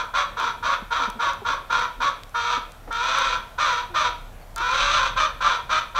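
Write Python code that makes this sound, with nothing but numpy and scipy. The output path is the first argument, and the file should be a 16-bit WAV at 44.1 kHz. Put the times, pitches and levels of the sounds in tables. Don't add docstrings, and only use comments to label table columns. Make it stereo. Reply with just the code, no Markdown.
import sys
import numpy as np
from scipy import signal
from scipy.fft import rfft, irfft
from scipy.io import wavfile
from scipy.ndimage import uniform_filter1d

SR = 44100
rng = np.random.default_rng(int(sys.argv[2]) if len(sys.argv) > 2 else 0)


def wrap_up_sound(samples):
    columns = np.atleast_2d(samples).T
    tamed = np.clip(columns, -1, 1)
    steps = np.round(tamed * 32767).astype(np.int16)
    wavfile.write(sys.argv[1], SR, steps)


def voltage_ratio(level):
    return 10 ** (np.asarray(level, float) / 20)


N = 264159


def evened(x):
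    return x / np.sqrt(np.mean(x ** 2) + 1e-20)


def read(points, hz):
    f, value = np.transpose(points)
    return np.interp(np.log(hz + 1), np.log(f + 1), value)


def column(rows, t, index=1):
    return np.interp(t, np.transpose(rows)[0], np.transpose(rows)[index])


def add(mix, s, sound):
    at = round(s * SR)
    part = mix[..., max(at, 0):][..., :sound.shape[-1] + min(at, 0)]
    part += sound[..., max(-at, 0):][..., :part.shape[-1]]


def resonate(x, hz, width):
    turn = np.exp(2j * np.pi * np.cumsum(hz * np.ones(len(x))) / SR)
    r = np.exp(-np.pi * width / SR)
    return 2 * (turn * signal.lfilter([(1 - r) ** 2], [1, -2 * r, r * r], x / turn + 1e-18)).real


def wobble(size, hz):
    return evened(signal.lfilter([1], [1, -np.exp(-2 * np.pi * hz / SR)], rng.standard_normal(size)))


def panned(x, db):
    return x * voltage_ratio(np.array([[db / 2], [-db / 2]]))


def air():
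    # pitch in Hz, level in dB per Hz.
    wash_colour = [(35, -15), (60, 1.5), (173, -16), (218, -12), (282, -17.5), (325, -18), (411, -19),
                   (441, -14), (705, -11.5), (831, -16), (5700, -32.5), (12100, -37.5), (15300, -38),
                   (16400, -52)]
    # pitch in Hz, left-right likeness from -1 to 1.
    likeness = [(60, 1), (240, 0.49), (950, 0.027), (3770, -0.23), (15000, 0.33)]
    frames, hz = N // 256 + 5, np.fft.rfftfreq(1024, 1 / SR)
    a, b, c, d, patches = rng.standard_normal((frames, 513, 5)).T
    patches = evened(uniform_filter1d(uniform_filter1d(patches, 12, 0), 14, 1))
    same = np.clip(read(likeness, hz), -1, 1)[:, None]
    left = a + 1j * b
    right = same * left + np.sqrt(1 - same ** 2) * (c + 1j * d)
    sensor_db = 5.5 * np.exp(-((hz - 11700) / 500) ** 2)
    patch_db = 1.6 * np.clip(1.2 - hz / 12000, .2, 1)[:, None] * patches
    z = np.array([left, right]) * voltage_ratio((read(wash_colour, hz) + sensor_db)[:, None] + patch_db)
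    return voltage_ratio(-45) * evened(signal.istft(z, nperseg=1024, noverlap=768)[1][:, :N])


def rumble():
    # time in seconds, pitch in Hz, level in dB.
    engine = [
        (0.0, 36.1, -46.5),
        (1.13, 35.7, -45.5),
        (1.25, 34.3, -46.5),
        (4.75, 32.65, -42.5),
        (4.82, 33.67, -34.5),
        (5.79, 34.6, -48),
        (5.91, 35.8, -48),
        (5.99, 37.4, -32),
    ]
    # time in seconds, peak in dB.
    gust_rows = [
        (.92, -36),
        (1.33, -32),
        (2.5, -46),
        (4.09, -29.5),
        (4.57, -31.5),
        (4.87, -33),
        (5.17, -25),
        (5.6, -47),
    ]
    calm_db, rise_db_per_s, fall_db_per_s = -49, 70, 59
    t = np.arange(N) / SR
    hum_db = column(engine, t, index=2) + 3.5 * evened(uniform_filter1d(wobble(N, 6.0), 1500))
    hum = np.sqrt(2) * voltage_ratio(hum_db) * np.sin(2 * np.pi * np.cumsum(column(engine, t)) / SR)
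    gusts = rng.standard_normal((3, N))
    gusts = gusts[0] + 0.63 * gusts[1:]
    gusts = signal.sosfilt(signal.butter(2, [18, 90], "bandpass", fs=SR, output="sos"), gusts)
    wind = voltage_ratio(calm_db)
    for s, db in gust_rows:
        wind = wind + voltage_ratio(db - np.maximum(rise_db_per_s * (s - t), fall_db_per_s * (t - s)))
    return voltage_ratio(-2.5) * hum + voltage_ratio(-16) * wind * evened(gusts)


def chirp():
    start_s, length_s, top_hz, fall_hz, level_db = 4.405, .04, 4550, 400, -59
    out, u = np.zeros(N), np.arange(0, length_s, 1 / SR) / length_s
    whistle = np.sin(2 * np.pi * np.cumsum(top_hz - fall_hz * u ** 2) / SR)
    add(out, start_s, voltage_ratio(level_db) * np.sin(np.pi * u) * whistle)
    return out


def murmurs():
    # start in seconds, peak in dB, pitch in Hz, length in seconds.
    murmur_rows = [(0.821, -34, 211, 0.017), (0.998, -40, 272, 0.061), (1.075, -34, 219, 0.026),
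                   (1.152, -37, 233, 0.042), (1.263, -40, 350, 0.022), (1.417, -35, 410, 0.023),
                   (1.984, -46, 256, 0.051), (2.571, -37, 267, 0.024), (2.882, -40, 300, 0.028),
                   (3.492, -58, 244, 0.048), (3.896, -42.5, 353, 0.083), (4.09, -49, 341, 0.034),
                   (4.598, -40.5, 353, 0.029), (4.79, -48, 282.4, 0.09)]
    out = np.zeros(N)
    for s, db, hz, length in murmur_rows:
        u = np.arange(0, length, 1 / SR) / length
        rasp = .3 * evened(resonate(rng.standard_normal(4000), 2 * hz, 500))
        phase = 2 * np.pi * np.cumsum(hz * (1.05 - 0.16 * u)) / SR
        tone = np.sin(phase) + .3 * np.sin(2 * phase)
        add(out, s, voltage_ratio(db) * np.sin(np.pi * u ** .6) * (tone + rasp[:len(u)]))
    return out


def ticks():
    # start in seconds, peak in dB, dullness in dB, left minus right in dB.
    tick_rows = [(0.3996, -34, 2, -22), (1.1013, -25.5, -3, -5), (1.3339, -29, -9, -4),
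                 (1.795, -33, -8, -3.5), (2.2348, -27, 17, -1.5), (2.2944, -38, -3, 0.0),
                 (2.72, -38, -6, -14.5), (2.9274, -28, 2, -2), (3.187, -22.5, -5, -5),
                 (4.561, -21, -27, -7), (4.581, -28, -25, -4), (5.028, -40, -8, -13)]
    # time in seconds, level in dB.
    scuff = [
        (2.85, -109),
        (2.876, -37),
        (2.91, -45),
    ]
    out, t = np.zeros((2, N)), np.arange(300) / SR
    for s, db, dull_db, pan_db in tick_rows:
        snap = rng.standard_normal(300) * voltage_ratio(-60 * t / .007)
        crack = resonate(snap, 6100, 6800) + voltage_ratio(dull_db) * resonate(snap, 3200, 4000)
        add(out, s, panned(voltage_ratio(db) * crack / abs(crack).max(), pan_db))
    t = np.arange(scuff[0][0], scuff[-1][0], 1 / SR)
    leaves = rng.standard_normal(len(t)) * voltage_ratio(3 * wobble(len(t), 200))
    add(out, t[0], panned(voltage_ratio(column(scuff, t)) * evened(resonate(leaves, 590, 870)), -1.5))
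    return out


def yard(x):
    # pitch in Hz, time to die by 60 dB in seconds.
    decay = [(400, 0.48), (1060, 0.3), (2790, 0.43), (7350, 0.17)]
    taps = np.zeros((2, SR))
    at = np.arange(700, SR - 20, 20) + rng.integers(0, 20, (2, (SR - 701) // 20))
    np.put_along_axis(taps, at, rng.choice([-1., 1.], at.shape), 1)
    taps[0] = 0.48 * taps[1] + 0.7 * taps[0]
    hz, t, z = signal.stft(taps, SR, nperseg=256)
    fading = voltage_ratio(-60 * t / read(decay, hz)[:, None])
    far_walls = voltage_ratio(-24.0 - 60 * t / 1.14)
    tail = signal.istft(z * (fading + far_walls), SR, nperseg=256)[1]
    return signal.fftconvolve(x[None], tail / np.linalg.norm(tail[0]), axes=1)[:, :N]


def nearby(x):
    turns_s = [2.25, 4.4]
    # delay in ms, gain.
    echo_sets = [
        [(2.9, 0.15), (4.7, -0.06), (6.5, 0.43), (10.7, 0.43)],
        [(3.8, 0.04), (6.1, 0.32), (9.2, 0.27), (14, 0.13)],
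        [(2.6, 0.055), (4.85, 0.19), (5.6, 0.31), (9.4, 0.24)],
    ]
    # pitch in Hz, width in Hz, level in dB.
    shed_sets = [
        [(1121, 39, 2.5), (1310, 18, -2.5), (1420, 10, -53), (2220, 24, 7)],
        [(1215, 130, -6.5), (1354, 74, 1.5), (1817, 120, -2.5), (2560, 40, -58)],
        [(1043, 26, 1), (1179, 51, 4.5), (1340.5, 46, 10), (1573, 37, 3), (1764, 35, -17), (2400, 90, 2),
         (2680, 80, 1), (3050, 62, 4.5)],
    ]
    # pitch in Hz, left minus right in dB.
    side_db = [(60, 7), (130, 0), (290, -1), (640, -4.5), (1410, -13.5), (3100, -9.5), (6820, -4),
               (15000, -5)]
    # pitch in Hz, phase lead of left over right in radians.
    side_lead = [(0, 0), (950, -.5), (1900, .2), (3500, -.1), (7600, -1.5), (11600, -.3)]
    out, edges = np.zeros(N), [0] + [round(s * SR) for s in turns_s] + [N]
    for echoes, modes, a, b in zip(echo_sets, shed_sets, edges, edges[1:]):
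        taps = np.zeros(1000)
        taps[0] = 1
        for ms, gain in echoes:
            taps[round(ms * SR / 1000)] = gain
        part = signal.fftconvolve(x[a:b], taps / np.linalg.norm(taps))
        rung = sum(voltage_ratio(db) * resonate(part, hz, width) for hz, width, db in modes)
        add(out, a / SR, part + rung)
    hz, sides = np.fft.rfftfreq(2 * N, 1 / SR), np.array([[.5], [-.5]])
    microphones = voltage_ratio(sides * read(side_db, hz)) * np.exp(1j * sides * read(side_lead, hz))
    return irfft(rfft(out, 2 * N) * microphones)[:, :N]


def cackle(t, held, effort, hz, rough, beak, other_hz):
    # pitch in Hz, width in Hz, level in dB.
    pipe_low = [(949, 260, 3), (1353, 360, 4.5), (1750, 150, -15.5)]
    # pitch in Hz, width in Hz, level in dB.
    pipe_high = [(2397, 482, 5.5), (3254, 482, 2), (3726, 730, 3.5), (4620, 1400, -9.5), (5930, 690, -2),
                 (7510, 1700, -18), (10230, 630, -29.5)]
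    size = len(t)

    fade = 302 * np.maximum(t - held, 0)
    rough = np.clip(rough + (.55 - rough) * np.minimum(fade / 15, 1) + .06, 0, 1)
    chest_db = -15 + 0.33 * np.minimum(fade, 30) + 0.57 * (beak + 5)
    beak = beak - 0.7 * fade
    hz = hz * (1 - .05 * np.minimum(fade / 20, 1))

    jitter = 0.1297 * wobble(size, 269) + 0.05105 * wobble(size, 25.44)
    turns = np.cumsum(hz * (1 + rough * jitter)) / SR
    doubling = np.clip(3.6 * rough, 0, 1)
    second, fourth = 0.42 * doubling, .4 * doubling
    turns = turns + 0.085 * second * np.sin(np.pi * turns + .8) + 0.13 * fourth * np.sin(np.pi * turns / 2 + .8)
    cycle = np.floor(turns - .5).astype(int) + 1
    chance = .7 * rough * np.clip(rng.standard_normal(500), -1.6, 1.6)[cycle]
    strength = np.exp(chance + second * (cycle % 2) + fourth * (cycle % 4 == 0))
    pulses = strength * sum(np.cos(2 * np.pi * k * turns) for k in range(1, 22))
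    puffs = (0.53 + np.exp(-(turns % 1) / 1.3)) * rng.standard_normal(size) * np.exp(0.13 * wobble(size, 97))
    drive = evened(pulses) + 1.8 * rough ** 2 * evened(puffs)
    hissy = drive + 1.3 * rough * evened(puffs)

    opening = 1 + .003 * np.clip(beak + 8, -12, 6)
    low, high = (sum((-1) ** k * voltage_ratio(db) * resonate(x, f * opening, w) for k, (f, w, db) in enumerate(pipe))
                 for x, pipe in ((drive, pipe_low), (hissy, pipe_high)))
    gape = voltage_ratio(-7 + 1.1 * (beak + 4))
    high = high + gape * resonate(hissy, 2740, 300)
    low = signal.sosfilt(signal.butter(8, 860, "highpass", fs=SR, output="sos"), low)
    chest = resonate(drive, hz, 114) + voltage_ratio(9.5 - (hz - 480) / 14) * resonate(drive, 680, 220)
    chest = chest + voltage_ratio(2.0) * resonate(drive, hz / 2, 56)

    other = np.sin(2 * np.pi * np.cumsum(other_hz * (1 + 0.025 * wobble(size, 87))) / SR)
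    other *= (1 + .5 * np.cos(2 * np.pi * turns)) * np.exp(0.51 * wobble(size, 61)) * np.clip(3 * rough, 0, 1)
    throat = low / np.sqrt(np.mean(low[:6000] ** 2)) + voltage_ratio(-8) * other

    throat, high, chest = (x / np.sqrt(uniform_filter1d(x ** 2, 2400) + 1e-12) for x in (throat, high, chest))
    voice = throat + voltage_ratio(beak) * np.clip(t / 0.023, .15, 1) * high + voltage_ratio(chest_db) * chest
    voice *= np.exp(0.37 * rough * evened(uniform_filter1d(wobble(size, 41), 150)))
    attack_db = -18 * np.clip(1 - t / .007, 0, 1)
    return voltage_ratio(effort - fade + attack_db) * voice * signal.windows.tukey(size, 400 / size)


def cluck(start, held, effort_db, top_hz, drop, other_hz):
    easy_hz, strained_hz, low_hz = 565, 605, 488
    swell_s, drop_s = .045, .04
    t = np.arange(12500) / SR
    strain = np.clip((top_hz - easy_hz) / (strained_hz - easy_hz), 0, 1)

    def strained(easy, hard):
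        return easy + (hard - easy) * strain

    jump = strained(.048, .028)
    up = np.clip(t / jump, 0, 1) ** 2
    down = np.clip((t - drop) / drop_s + .5, 0, 1)
    first = strained(468, 503)
    hz = (first + (top_hz - first) * up) * (1 - down) + low_hz * down

    clear, steady, dropped = .12, .22, .08
    breaks = np.exp(-((t - .8 * jump) / .018) ** 2) + np.exp(-((t - drop) / drop_s) ** 2)
    break_rough = strained(.58, .3) - steady
    rough = clear + (steady - clear) * up + dropped * down + break_rough * np.minimum(breaks, 1)

    sag = (23.5 + 19 * strain) * np.maximum(t - swell_s, 0)  # dB, faster when strained
    effort = effort_db + (-2 - 5 * strain) * np.clip(1 - t / swell_s, 0, 1) - sag
    beak = -5 - 3 * np.minimum(t / 0.03, 1) + 2 * strain
    return start, cackle(t, held, effort, hz, rough, beak, other_hz)


def squawk(rows, pitch, other_hz):
    start = rows[0][0]
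    t = np.arange(27500) / SR
    now = start + t
    effort, beak = column(rows, now), column(rows, now, index=2)
    hz, rough = column(pitch, now), column(pitch, now, index=2)
    return start, cackle(t, rows[-1][0] - start, effort, hz, rough, beak, other_hz)


def scene():
    # start in seconds,
    # held in seconds, effort in dB, top pitch in Hz, drop after seconds.
    cluck_rows = [(-.13, 0.14, -20, 499.5, .05), (0.133, 0.085, -20, 591, 0.26),
                  (.364, 0.13, -23.5, 545, 0.064), (.623, 0.11, -21.5, 558, 0.13),
                  (.902, 0.15, -22.5, 553.7, .085), (1.188, 0.11, -22, 559.4, .15),
                  (1.445, 0.087, -23, 539, 0.14), (1.694, .15, -22, 550, .07),
                  (1.998, 0.086, -22, 576.5, 0.11), (3.576, 0.23, -19.5, 608, .1),
                  (3.937, 0.14, -20, 616.8, .095), (5.158, .095, -19, 636, 0.13),
                  (5.402, .15, -20, 594.7, .095), (5.688, 0.1, -20, 625.2, .14),
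                  (5.943, .09, -21.5, 601.5, 0.12)]
    # time in seconds, pitch in Hz, roughness from 0 to 1.
    squawk_pitch = [
        [(2.34, 465, .12), (2.365, 481, .15), (2.415, 465, .1), (2.45, 482, .12), (2.5, 490, .3),
         (2.55, 495, .5), (2.63, 470, .6)],
        [(2.9, 448, .1), (2.96, 466, .1), (3.01, 484, .15), (3.06, 500, .45), (3.11, 520, .3), (3.17, 545, .35),
         (3.27, 540, .4), (3.34, 495, .4), (3.4, 480, .5)],
        [(4.56, 456, .15), (4.6, 464, .15), (4.66, 500, .12), (4.72, 518, .3), (4.76, 562, .5),
         (4.85, 568, .35), (4.95, 608, .35), (5.03, 515, .35), (5.1, 565, .5)],
    ]
    # time in seconds, effort in dB, beak brightness in dB.
    squawk_rows = [
        [(2.34, -22.5, -9), (2.487, -25.5, -5.5), (2.547, -25, -4.5), (2.58, -30, -10.5)],
        [(2.904, -26.5, -11), (3.059, -24.5, -3.5), (3.157, -21.5, -5.5), (3.345, -25.5, -3.5),
         (3.37, -28, -14)],
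        [(4.557, -34.5, -6), (4.614, -23, -11), (4.82, -23, -0.5), (4.88, -23.5, -4), (4.94, -22, 0.5),
         (5.01, -21, -7.5), (5.075, -28.5, -1)],
    ]
    other_pitch = [1363, 1346, 920, 1200, 1330, 1210, 1110, 1397, 1126, 1426, 1226, 1197, 1344, 1382, 1353,
                   1200, 1353, 1374]
    hen = np.zeros(N)
    for row, other_hz in zip(cluck_rows, other_pitch):
        add(hen, *cluck(*row, other_hz))
    for rows, pitch, other_hz in zip(squawk_rows, squawk_pitch, other_pitch[len(cluck_rows):]):
        add(hen, *squawk(rows, pitch, other_hz))
    calls = voltage_ratio(-2.5) * nearby(hen) + panned(voltage_ratio(-11.0) * yard(hen), -0.64)
    return calls + panned(murmurs(), -0.96) + ticks() + chirp() + air() + rumble()


def low_pass(x):
    return signal.sosfilt(signal.butter(12, 16530, fs=SR, output="sos"), x)


def record(dry):
    edge = signal.firwin(511, 15900, window=("kaiser", 9), fs=SR)
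    limited = signal.oaconvolve(dry, edge[None], "same")
    return low_pass(limited)


dry = scene()
out = record(dry)
wrap_up_sound(out)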